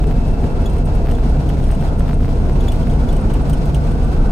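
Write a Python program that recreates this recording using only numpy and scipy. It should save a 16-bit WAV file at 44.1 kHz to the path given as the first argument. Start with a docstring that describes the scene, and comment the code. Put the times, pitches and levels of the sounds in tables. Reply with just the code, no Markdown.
"""The road under a car rolling slowly over wet cobblestones, heard from inside.
Shaped noise makes the rumble, the boom in the cabin, the tyre roar and a hiss that grows slowly louder.
Wavering tones make a deep shudder and booming bumps; narrow noise makes tread hum, swishes and a whistle.
Loose trim chirps (short sagging tones) and ticks (short bursts of ringing and scraping noise).
Dry crackles, made of sharp clicks, come singly or in short clusters."""
import sys
import numpy as np
from scipy import signal
from scipy.fft import rfft, irfft
from scipy.io import wavfile
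from scipy.ndimage import uniform_filter1d, minimum_filter1d

SR = 44100
rng = np.random.default_rng(int(sys.argv[2]) if len(sys.argv) > 2 else 0)


def dump(signal):
    """Clip the signal to [-1, 1] and save it as 16-bit WAV at the path in sys.argv[1]."""
    limited = np.clip(np.atleast_2d(signal).T, -1, 1)
    pcm = np.round(limited * 32767).astype(np.int16)
    wavfile.write(sys.argv[1], SR, pcm)


N = 190115  # length in samples
TIME, HZ = np.arange(N) / SR, np.fft.rfftfreq(N, 1 / SR)  # seconds; frequencies of the spectrum

# trim sticking and slipping: peak_s [s], relative level_db [dB], pitch_hz at the peak [Hz]
CHIRPS = [(0.661, -32, 3420), (1.151, -41, 3340), (1.492, -38, 3310), (1.642, -44, 3260),
          (1.888, -45, 3330), (2.608, -34.5, 3390), (2.685, -30.5, 3460), (2.830, -41, 3230),
          (2.9, -39, 3300), (3.090, -33.5, 3460)]
# loose trim ticking: peak_s [s], relative level_db [dB], scrape_share [0-1], relative squeal_db [dB]
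TICKS = [(0.072, -44, 0, -54), (0.699, -44, 0.2, -46), (0.735, -45, 0.2, -54), (0.784, -45, 0.1, -47),
         (0.857, -41.5, 0.1, -54), (0.951, -44, 0.2, -56), (1.114, -39, .16, -41), (1.493, -46, .4, -41),
         (1.643, -46, .1, -52), (1.714, -38, 0.1, -45), (1.749, -44, 0, -47), (1.811, -44, .4, -52),
         (1.996, -39, 0.2, -47), (2.722, -37, 0.75, -36), (2.760, -47, .8, -52), (2.938, -46.5, 0, -45),
         (3.129, -40, 0.4, -42), (3.167, -40, 0.2, -45), (3.302, -47.5, 0.3, -41), (3.339, -35.5, 0.5, -39),
         (3.498, -34.5, 0.5, -44), (3.534, -36.5, 0.05, -38.5), (3.658, -41, 0.8, -56),
         (3.748, -34.5, 0.15, -35), (4.047, -43.5, 0, -53)]
# what the trim rings with: pitch_hz [Hz], width_hz [Hz], relative level_db [dB]
TRIM_RINGS = [(2770, 230, 1), (5920, 600, -2), (8740, 430, 7), (12700, 2900, -10.5)]


def amp(db):
    """Turns decibels into gain."""
    return 10 ** (np.asarray(db) / 20)


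def unit(x):
    """Scales a sound to an rms (average strength) of one."""
    return x / np.sqrt(np.mean(x ** 2) + 1e-20)


def shape(points):
    """Gain at every frequency, drawn through (Hz, dB) points."""
    hz, db = np.transpose(points)
    return amp(np.interp(np.log(HZ + 1), np.log(hz), db))


def peaks(modes):
    """Gain of a set of resonances; each falls to half at its width from the centre."""
    return sum(amp(db) / (1 + ((HZ - hz) / width_hz) ** 2) for hz, width_hz, db in modes)


def hump(hz, width_hz):
    """Gain of one smooth band around hz."""
    return np.exp(-((HZ - hz) / width_hz) ** 2)


def follow(points):
    """Joins (s, dB) points into a level at every moment."""
    return np.interp(TIME, *np.transpose(points))


def noise(gain):
    """Random noise of rms one with the given spectrum."""
    return unit(irfft(rfft(rng.standard_normal(N)) * gain, N))


def wander(hz):
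    """A random curve of rms one that moves at up to about hz."""
    return noise(hump(0, hz))


def diffuse(gain):
    """Noise from all around: the deepest bass nearly alike in both channels, the middle range wide."""
    # freq_hz [Hz], side_minus_mid_db [dB]
    stereo_width = [(25, -28), (60, -23), (115, -7.5), (150, -12.5), (210, -23), (250, -9.5), (380, -10.5),
                    (680, -8.5), (1000, 0), (1450, 1), (2400, -0.5), (5500, 2), (7500, -12), (15000, -12)]
    mid = noise(gain)
    side = irfft(rfft(noise(gain)) * shape(stereo_width), N)
    return np.array([mid + side, mid - side])


def glide(band, shift_hz):
    """Slides a band of noise up or down by shift_hz, which may change over time."""
    turning = np.exp(2j * np.pi * np.cumsum(shift_hz) / SR)
    return (signal.hilbert(band) * turning).real


def wavering(hz, drift_hz, rate_hz, flutter):
    """A tone of rms one whose pitch and strength wander."""
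    phase = 2 * np.pi * np.cumsum(hz + drift_hz * wander(rate_hz)) / SR
    return unit((1 + flutter * wander(rate_hz)) * np.sin(phase))


def burst(peak_s, rise, fall):
    """An envelope that swells to one at peak_s and dies away; rise and fall in seconds."""
    t = TIME - peak_s
    return np.exp(-np.minimum(np.where(t < 0, (t / rise) ** 2, t / fall), 60))


def cabin(x, wet_db, t60):
    """Direct sound plus dense reflections from glass and dashboard, down 60 dB after t60 seconds."""
    t = np.arange(SR // 6) / SR
    tail = rng.standard_normal((2, len(t))) * amp(-60 * t / t60)
    tail *= t > 0.002  # the first reflection arrives after 2 ms
    tail /= np.linalg.norm(tail, axis=1, keepdims=True)
    return x + amp(wet_db) * signal.fftconvolve(x[None], tail, axes=1)[:, :N]


def body(rumble_db=2, boom_db=-21, shudder_hz=28.73):
    """Cobbles shake the car body: it rumbles and shudders, and the cabin booms and drones."""
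    # how hard the cobbles shake the body: time_s [s], level_db before rumble_db is added [dB]
    shake = [(0, -18), (0.35, -20), (1.0, -17.5), (1.8, -18), (2.55, -18), (2.72, -16), (3.55, -17),
             (3.7, -19.5), (4.0, -15.5), (4.3, -19.5)]
    # a deep shudder that rises and falls: time_s [s], level_db [dB]
    shudder = [(0, -18.5), (1.2, -16.5), (1.7, -16), (2.55, -16.5), (2.9, -23), (3.3, -18), (3.65, -31),
               (4.3, -14)]
    # colours of the body rumble and the cabin boom: freq_hz [Hz], relative level_db_per_hz [dB per Hz]
    rumble_colour, boom_colour = [(5, -35), (15, -26), (22, -3.5), (36, -2), (46, 0.5), (58, 0.5), (85, -8),
                                  (120, -20.5), (300, -99), (1000, -120)], [(10, -60), (50, -9), (90, 0.5), (115, -1.5), (140, -2),
                                                  (165, -0.5), (195, -4.5), (265, -5.5), (330, -15),
                                                  (600, -91), (2000, -110)]
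    out = amp(follow(shake) + rumble_db) * diffuse(shape(rumble_colour))
    out += amp(boom_db) * diffuse(shape(boom_colour))
    out += amp(follow(shudder)) * wavering(shudder_hz, drift_hz=1.85, rate_hz=3.95, flutter=0.15)
    # one cabin resonance, 8.3 Hz wide, drones and grows by 0.75 dB per second
    drone_db = -29 + 0.75 * TIME
    return out + amp(drone_db) * diffuse(peaks([(144.6, 8.3, 0)]))


def tyres(air_db=-32, patter_db=1.27, splash_db=1.57, left_db=0.3):
    """Stones slap the tread and squeeze out water, so roar and hiss flicker together; tyre air rings."""
    # rougher and smoother stretches of cobbles: time_s [s], roar level_db before the flicker [dB]
    paving = [(0, -31.5), (0.25, -31), (0.5, -29), (0.78, -30), (0.98, -29), (1.17, -31), (1.38, -29.5),
              (1.68, -32.5), (1.92, -29), (2.25, -32.5), (2.44, -28.5), (2.75, -31), (3.27, -28),
              (3.58, -30.5), (4.3, -28.5)]
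    # colours of the tyre roar and the wet hiss: freq_hz [Hz], relative level_db_per_hz [dB per Hz]
    roar_colour, hiss_colour = [(20, -50), (150, -58), (300, -1.5), (360, 0.5), (450, -1), (560, -4),
                                (680, -7), (860, -7.5), (1000, -12.5), (1200, -20), (1450, -18),
                                (1800, -27.5), (3000, -35.5), (12000, -101)], [(100, -30), (700, -17), (1800, 8), (2300, 12.5), (3000, 8.5),
                                              (4000, 8.5), (6000, 4), (7500, 1.5), (9000, -6),
                                              (10500, -3.5), (15500, -11.5)]
    # narrow resonances in the hiss: pitch_hz [Hz], width_hz [Hz], level_db relative to the hiss [dB]
    hiss_rings = [(3130, 20, -10), (3230, 46, -5), (5350, 38, -1), (6550, 45, -4), (8900, 750, 7.5)]
    # air ringing inside the tyres: pitch_hz [Hz], width_hz [Hz], relative level_db [dB]
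    tyre_air = [(239, 3.5, 0), (472, 22, -12), (678, 42, -15)]
    stones = wander(hz=25.4)
    roar = amp(follow(paving) + patter_db * stones) * diffuse(shape(roar_colour))
    ringing = amp(air_db) * diffuse(peaks(tyre_air))
    hiss_db = -49.5 + 0.44 * TIME  # grows by 0.44 dB per second
    hiss_gain = shape(hiss_colour) * np.hypot(1, peaks(hiss_rings))
    spray = amp(hiss_db + splash_db * stones) * diffuse(hiss_gain)
    # a little louder on the left, softer on the right
    return (roar + ringing + spray) * amp([[left_db], [-left_db]])


def tread():
    """Narrow bands of tread noise; most glide up as the car gathers speed, some fade, some grow."""
    # start_hz [Hz], glide_hz_per_s [Hz per s], width_hz [Hz], start_db [dB], growth_db_per_s [dB per s]
    tread_bands = [(429.4, 0, 36, -37, -2.3), (1086, 22, 22, -70, 4.5), (1331, 5, 50, -55, -0.5),
                   (1415, 24, 36, -64.5, 3)]
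    out = np.zeros((2, N))
    for hz, hz_per_s, width_hz, db, db_per_s in tread_bands:
        band = diffuse(hump(hz, width_hz))
        out += amp(db + db_per_s * TIME) * glide(band, hz_per_s * TIME)
    return out


def whistle(hz=2655, width_hz=72, steady_db=-61, swell_db=-58):
    """A soft, airy band of noise wavers in pitch and strength and swells once over a faint level."""
    level = amp(steady_db) + amp(swell_db) * burst(0.56, rise=0.5, fall=0.4)
    drift_hz, flicker_db = 14 * wander(hz=9), 1.2 * wander(hz=16)
    return level * unit(amp(flicker_db) * glide(noise(hump(hz, width_hz)), drift_hz))


def jiggle(per_s=35, level_db=-66, spread_db=5.0, length_s=0.0094):
    """Tiny random taps of uneven strength keep the trim buzzing faintly throughout."""
    strength = amp(spread_db * np.minimum(rng.exponential(1, N), 2))
    taps = (rng.random(N) < per_s / SR) * strength
    envelope = signal.oaconvolve(taps, signal.windows.hann(round(length_s * SR)), "same")
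    buzz = envelope * noise(peaks(TRIM_RINGS))
    return cabin(amp(level_db) * unit(buzz), wet_db=3.5, t60=0.038)


def crackle(level_db=3):
    """Each crackle is a sharp, dry click that dies away at once, alike in both channels."""
    # single or bunched at uneven gaps: time_s [s], peak_db before level_db is added [dB]
    crackle_rows = [(0.042, -24.5), (0.1118, -25.5), (0.1175, -29), (0.1257, -30), (0.4418, -28),
                    (0.767, -28), (1.0618, -27), (1.0712, -24.5), (1.077, -32), (1.087, -26), (1.0915, -26),
                    (1.1015, -30), (1.1115, -30), (1.1213, -25.5), (1.1865, -28.5), (1.1966, -33),
                    (1.371, -32), (1.502, -27), (1.572, -31), (1.6016, -29), (1.7017, -28), (1.692, -26.5),
                    (1.7067, -24.5), (1.722, -26.5), (1.8262, -26), (2.007, -24.5), (2.0817, -26),
                    (2.092, -24.5), (2.0969, -24.5), (2.1113, -25.5), (2.132, -24.5), (2.197, -37),
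                    (2.207, -29), (2.2313, -29), (2.247, -26), (2.257, -30), (2.2716, -38), (2.2814, -26.5),
                    (2.292, -28), (2.497, -25.5), (2.5576, -30), (2.6812, -24), (2.7468, -35),
                    (2.8726, -25.5), (3.357, -26.5), (3.3674, -34)]
    # colour of one crackle: freq_hz [Hz], relative level_db_per_hz [dB per Hz]
    crackle_colour = [(100, -15), (600, 9.5), (1400, 3), (2000, -1), (3000, -6.5), (4000, -13), (5300, -17),
                      (7300, -40), (9000, -28), (15500, -19), (17000, -47)]
    s, db = np.transpose(crackle_rows)
    kicks = np.zeros(N)
    kicks[np.round(s * SR).astype(int)] = amp(db + level_db)
    kicks *= rng.choice([-1, 1], N)  # each click points up or down at random
    click = 1j * shape(crackle_colour)  # a quarter turn of phase makes the click lopsided
    return irfft(rfft(kicks) * click, N) / irfft(click, N).max()


def ticks(rise=0.003, fall=0.0064, level_db=-2):
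    """Loose trim buzzes briefly: part rings in its resonances, part is dry scrape."""
    # colour of the scrape: freq_hz [Hz], relative level_db_per_hz [dB per Hz]
    scrape_colour = [(300, -47), (1500, -13), (3000, 13.5), (5000, 2), (7500, 2.5), (10000, -1), (13000, 3),
                     (16000, -6)]
    ringing, scraping = noise(peaks(TRIM_RINGS)), noise(shape(scrape_colour))
    # every chirp brings a mostly scraping tick, 10 dB below the chirp's table level
    with_chirps = [(s, db - 10, 0.75) for s, db, _ in CHIRPS]
    out = np.zeros(N)
    for s, db, scrape_share, *_ in TICKS + with_chirps:
        blend = np.sqrt(1 - scrape_share) * ringing + np.sqrt(scrape_share) * scraping
        out += amp(db + level_db) * burst(s, rise, fall) * blend
    return cabin(out, wet_db=-7.0, t60=0.069)


def squeals(rows, waver, overtone_db, rise, fall, sag_hz_per_s=5000):
    """Plastic rubbing on plastic: a few milliseconds of unsteady tone that sags in pitch."""
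    out, unsteady = np.zeros(N), 1 + waver * wander(hz=1500)
    for s, db, hz in rows:
        near = abs(TIME - s) < 0.05  # only compute close to the squeal
        pitch_hz = (hz - sag_hz_per_s * (TIME[near] - s)) * unsteady[near]
        phase = 2 * np.pi * np.cumsum(pitch_hz) / SR
        tone = sum(amp(level) * np.sin((k + 1) * phase) for k, level in enumerate(overtone_db))
        out[near] += amp(db) * burst(s, rise, fall)[near] * tone
    return out


def chirps(grit=0.43, tick_squeal_hz=2994):
    """Clear chirps rich in overtones, and a lower, hoarser squeal inside each tick, all roughened."""
    tick_rows = [(s, squeal_db, tick_squeal_hz) for s, _, _, squeal_db in TICKS]
    hoarse = squeals(tick_rows, waver=0.08, overtone_db=(0, -12, -15, -19), rise=0.0038, fall=0.0065)
    clear = squeals(CHIRPS, waver=0.028, overtone_db=(0.5, -10, -14.5, -19), rise=0.0024, fall=0.0049)
    rough = 1 + grit * wander(hz=500)
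    return cabin((clear + hoarse) * rough, wet_db=-5, t60=0.055)


def swishes(hz=1350, width_hz=170, rise=0.07, fall=0.11):
    """The tyres swish through wetter patches: bursts of one band of noise."""
    # peak_s [s], level_db [dB]
    wet_patches = [(0.58, -51), (1.92, -46), (3.22, -48), (3.48, -48), (4.24, -42.5)]
    level = sum(amp(db) * burst(s, rise, fall) for s, db in wet_patches)
    return level * diffuse(hump(hz, width_hz))


def bumps(rise=0.055, fall=0.074):
    """Bumps in the street each ring the cabin with a short, unsteady boom."""
    # peak_s [s], level_db [dB], pitch_hz [Hz]
    bump_rows = [(1.40, -19, 136), (2.96, -20.5, 141), (3.25, -24.5, 215), (3.5, -24, 144),
                 (3.76, -19.5, 148)]
    out = np.zeros(N)
    for s, db, hz in bump_rows:
        tone = wavering(hz, drift_hz=4, rate_hz=12.7, flutter=0.15)
        out += amp(db) * burst(s, rise, fall) * tone
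    return out


def scene():
    """Adds up road noise, trim and crackles."""
    road = body() + tyres() + tread() + swishes() + bumps()
    trim = jiggle() + ticks() + chirps()
    return road + whistle() + crackle() + trim


def limiter(x, ceiling=0.5, hold_s=0.03):
    """Turns the gain down smoothly around every peak above the ceiling."""
    gain = ceiling / np.maximum(abs(x).max(0), ceiling)
    size = round(hold_s * SR)
    return x * uniform_filter1d(minimum_filter1d(gain, size), size)


def record(dry, cut_hz=15800):
    """A limiter holds down the bass below about 200 Hz; then the top above cut_hz is removed."""
    bass = irfft(rfft(dry) / (1 + (HZ / 200) ** 4), N)
    held = dry - bass + limiter(bass)
    low_pass = signal.firwin(511, cut_hz, window=("kaiser", 9), fs=SR)
    return signal.oaconvolve(held, low_pass[None], "same")


dry = scene()
out = record(dry)
dump(out)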